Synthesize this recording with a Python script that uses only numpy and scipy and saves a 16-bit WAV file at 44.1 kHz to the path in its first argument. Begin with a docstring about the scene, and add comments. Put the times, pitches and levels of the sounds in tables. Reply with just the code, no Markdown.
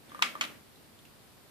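"""A plastic light switch snaps down and back up, close by and a little to the right, in a small quiet room.
The button knocks softly as the finger loads it; then the spring snaps over and the contact lands and
rebounds. The housing and its mount ring, nearby surfaces and the room answer. Underneath are faint
plastic ticks, the hand rumbling on the housing, and low room rumble and hiss."""
import sys
import numpy as np
from scipy import signal
from scipy.fft import rfft, irfft
from scipy.io import wavfile
from scipy.ndimage import uniform_filter1d

SR = 44100
rng = np.random.default_rng(int(sys.argv[2]) if len(sys.argv) > 2 else 0)


def digitize_waveform(pressure):
    """Quantize a signal to 16-bit integers and store it at the path in sys.argv[1].

    Rows of a 2-D input are taken as channels; values are limited to [-1, 1].
    """
    field = np.atleast_2d(pressure).T
    bounded = np.clip(field, -1, 1)
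    quanta = np.round(bounded * 32767).astype(np.int16)
    wavfile.write(sys.argv[1], SR, quanta)


N = 66150
T, HZ = np.arange(N) / SR, np.fft.rfftfreq(N, 1 / SR)

# spring snaps, down then up: t/s, level/dB, housing ring/dB, spring ping/dB, rattle/dB, room send/dB
SNAPS = [(0.2230, 0, -2.5, -28, 3, 2), (0.4114, -2.5, -6.5, -6.5, -4, -0.5)]
# ringing modes of the plastic housing (the first row is the lowest): f/Hz, level/dB, t60/s
HOUSING_MODES = [(1200, 9, 0.15), (1340, -21, 0.14), (1363, -0.5, 0.27), (1710, -8, 0.096), (1970, -7, .12),
                 (2135, -9, 0.08), (2680, -18, 0.072), (2750, -13, .12), (3160, 4.5, 0.069),
                 (3130, -13, 0.19), (3670, -14, 0.027), (3777, 10, 0.052)]


def amp(db):
    """Decibels to gain."""
    return 10 ** (np.asarray(db) / 20)


def curve(points, hz):
    """Reads a breakpoint curve on a log-frequency axis."""
    f, value = np.transpose(points)
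    return np.interp(np.log(hz + 1), np.log(f), value)


def unit(x):
    """Normalises to a mean energy of one per channel."""
    return x / np.sqrt((x ** 2).sum(-1).mean() + 1e-20)


def delayed(x, s):
    """The same sound, s seconds later."""
    silence = np.zeros(x.shape[:-1] + (round(s * SR),))
    return np.concatenate([silence, x], -1)[..., :N]


def through(x, response):
    """Convolution, channel by channel."""
    return signal.fftconvolve(np.atleast_2d(x), np.atleast_2d(response), axes=1)[:, :N]


def impact(colour, size=4096):
    """A minimum-phase click shaped by an EQ curve."""
    log_gain = np.log(amp(curve(colour, abs(np.fft.fftfreq(size, 1 / SR)))))
    click = np.fft.ifft(np.exp(np.conj(signal.hilbert(log_gain)))).real
    return unit(np.pad(click[:size // 2], (0, N - size // 2)))


def ring(hz, t60):
    """One dying mode: the slope of a damped sine, for a hard attack."""
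    damped_sine = amp(-60 * T / t60) * np.sin(2 * np.pi * hz * T)
    return np.diff(damped_sine, prepend=0) * SR / (2 * np.pi * hz)


def struck(modes):
    """A struck object, each mode starting with random polarity."""
    return unit(sum(amp(db) * rng.choice([-1, 1]) * ring(hz, t60) for hz, db, t60 in modes))


def stereo_noise(correlation):
    """White noise with the given left-right correlation."""
    a, b = rfft(rng.standard_normal((2, N)))
    return irfft(np.array([a, correlation * a + np.sqrt(1 - correlation ** 2) * b]), N)


def noise_bed(colour):
    """Wide, steady coloured noise at an rms of one."""
    # left-right likeness of the bed: f/Hz, correlation/0-1
    correlation = [(50, 0.13), (250, 0.32), (1000, 0.17), (10000, 0)]
    white = stereo_noise(curve(correlation, HZ))
    return np.sqrt(N) * unit(irfft(rfft(white) * amp(curve(colour, HZ)), N))


def room_tone():
    """Steady room rumble and hiss."""
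    # room tone EQ: f/Hz, level/dB
    colour = [(15, -40), (25, -22), (60, -9.5), (100, -4.5), (200, -5), (300, -8), (500, -11.5),
              (800, -13.5), (1200, -15.5), (2200, -19), (3200, -19.5), (4500, -20), (6200, -26),
              (9000, -23.5), (14500, -24)]
    return amp(-56.5) * noise_bed(colour)


def reverb(x, attack_s=0.005):
    """The small room's diffuse tail, each band dying at its own speed."""
    # room decay: f/Hz, t60/s
    decay = [(200, 0.54), (1000, 0.29), (2500, 0.26), (5000, 0.27), (9000, 0.29), (14000, 0.61)]
    # tail EQ: f/Hz, level/dB
    colour = [(200, 12), (1000, -1.5), (2500, 0), (3800, 3.5), (5500, -3), (9000, 4), (14000, 0.5)]
    hz, t, bands = signal.stft(stereo_noise(correlation=0.17), SR, nperseg=256)
    bands = bands * amp(curve(colour, hz)[:, None] - 60 * t / curve(decay, hz)[:, None])
    tail = signal.istft(bands, SR, nperseg=256)[1][:, :N] * np.minimum(T / attack_s, 1)
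    return unit(through(x, tail))


def reflections(x):
    """Early echoes off the table and the wall."""
    # echo taps: left delay/s, right delay/s, level/dB
    taps = [(.0029, .0027, -10), (.0072, 0.011, -12)]
    return sum(amp(db) * np.array([delayed(x, left), delayed(x, right)]) for left, right, db in taps)


def from_right(x, lag_s=0.000227):
    """A sound on the right reaches the left channel a little later."""
    x = np.atleast_2d(x)
    return np.array([delayed(x[0], lag_s), x[-1]])


def hand(start_s=0.08, end_s=0.579, fade_s=0.15):
    """Dull rubbing on the housing while the switch is held; fades are centred on start and end."""
    # rubbing EQ: f/Hz, level/dB
    colour = [(40, -44), (140, -18.5), (220, -3.5), (320, -7.5), (430, -16.5), (560, -7), (800, -22.5),
              (1800, -13.5), (4000, -28), (14000, -31.5)]
    held = np.clip(np.minimum(T - start_s, end_s - T) / fade_s + 0.5, 0, 1)
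    return amp(-52.5) * held * noise_bed(colour)


def rattle(click, t60=0.024, attack_s=0.00087):
    """A dense, quickly dying cluster of tiny contacts: a flattened noise burst coloured by the click."""
    envelope = (1 - np.exp(-T / attack_s)) * amp(-60 * T / t60)
    spectrum = rfft(stereo_noise(correlation=0.34) * envelope)
    contour = np.sqrt(uniform_filter1d(abs(spectrum) ** 2, 900, axis=1))
    burst = unit(irfft(spectrum / contour, N) * (T < 2 * t60))
    return unit(through(click, burst))


def plastic_ticks():
    """Tiny scrapes of handled plastic, each around its own pitch."""
    # tick cues: t/s, level/dB, f/Hz
    cues = [(0.0935, -33, 3440), (0.118, -35, 3150), (0.149, -36, 3140), (0.7577, -38, 3880),
            (0.989, -34, 3400), (1.052, -31.5, 2750)]
    # tick EQ: multiple of the pitch, level/dB
    colour = [(.06, -19), (.5, -20), (.82, -17), (1, -4.5), (1.22, -18.5), (4, -25.5)]
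    out = np.zeros((2, N))
    for s, db, hz in cues:
        tick = impact([(hz * multiple, level) for multiple, level in colour])
        out += amp(db) * delayed(rattle(tick, t60=0.019) + amp(0.5) * reverb(tick), s)
    return out


def button_knocks():
    """The button knocks in its guide; such soft blows wake only the housing's lowest mode."""
    # knock cues: t/s, level/dB
    cues = [(0.1187, -21), (0.1472, -14.5), (0.1925, -14.5), (0.2190, -14.5), (0.3537, -10.5)]
    # knock EQ: f/Hz, level/dB
    colour = [(100, -47), (250, -21.5), (550, -20.5), (800, -16), (1020, -4), (1180, 1), (1450, -15),
              (1800, -10.5), (2500, -29), (3500, -23.5), (5000, -41), (14000, -37)]
    blow = impact(colour)
    housing = unit(through(blow, ring(HOUSING_MODES[0][0], t60=0.098)))
    knock = from_right(unit(blow + amp(-2) * housing))
    return sum(amp(db) * delayed(knock + amp(-8.5) * reverb(blow), s) for s, db in cues)


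def mount_ring():
    """Each snap leaves a faint, hollow low ring in whatever holds the switch."""
    # modes of the mount: f/Hz, level/dB, t60/s
    modes = [(197.7, -3, .5), (242.3, 0, 0.62), (311.5, -3.5, 0.36)]
    return sum(amp(-21.5) * delayed(from_right(struck(modes)), s) for s, *_ in SNAPS)


def contact_landings():
    """The contact lands and rebounds, each hit a click with a short rattle."""
    # hits around the snaps: t/s, level/dB, rattle/dB
    cues = [(0.2237, -0.5, -2), (0.2259, -14, 2), (0.4105, -12.5, -1.5), (0.4392, -14.5, -0.5),
            (0.4510, -19.5, -2)]
    # contact EQ: f/Hz, level/dB
    colour = [(100, -34), (550, -16), (750, -6.5), (1000, -1.5), (1350, 1.5), (1900, 3.5), (2400, -0.5),
              (3400, 4), (4600, -8.5), (7000, -12.5), (14500, -26.5)]
    click = impact(colour)
    out = np.zeros((2, N))
    for s, db, rattle_db in cues:
        out += amp(db) * delayed(from_right(click + amp(rattle_db) * rattle(click)), s)
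    return out


def spring_snaps():
    """The spring snaps over with a sharp click, pings and rattles, and sets the housing ringing."""
    # click EQs, one going down and one coming up: f/Hz, level/dB
    colours = [
        [(100, -49.5), (300, -27.5), (600, -20.5), (760, -11), (950, -6), (1200, 0.5), (1650, -3), (2200, 3.5),
         (3000, -2), (3750, -8.5), (4300, -10.5), (5200, -7.5), (6000, -12), (8500, -21), (10000, -26),
         (14500, -30.5)],
        [(100, -40), (300, -22), (600, -11), (850, -9), (1250, 3), (1650, -3), (2200, 1.5), (3100, 0.5),
         (3750, -11), (4250, -7), (4800, -10), (6000, -10.5), (8500, -21.5), (10000, -24.5), (14500, -26)],
    ]
    # modes of the spring: f/Hz, level/dB, t60/s
    spring_modes = [(4220, 2, 0.046), (5030, -8, 0.057), (5300, -3, .025), (6880, 4, 0.049)]
    out = np.zeros((2, N))
    for (s, db, ring_db, ping_db, rattle_db, room_db), colour in zip(SNAPS, colours):
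        click = impact(colour)
        chatter = amp(rattle_db) * rattle(click)
        housing = amp(ring_db) * struck(HOUSING_MODES)
        ping = amp(ping_db) * struck(spring_modes)
        space = reflections(click) + amp(room_db) * reverb(click)
        out += amp(db) * delayed(from_right(click + chatter + housing + ping) + space, s)
    return out


def scene():
    """The switch up front, over handling noise and room tone."""
    switch = spring_snaps() + contact_landings() + mount_ring() + button_knocks()
    return switch + plastic_ticks() + hand() + room_tone()


def record(dry):
    """A steep high cut on the whole mix."""
    cutoff_hz = 14680
    high_cut = signal.firwin(401, cutoff_hz, window=("kaiser", 7), fs=SR)
    return signal.oaconvolve(dry, high_cut[None], "same")


dry = scene()
out = record(dry)
digitize_waveform(out)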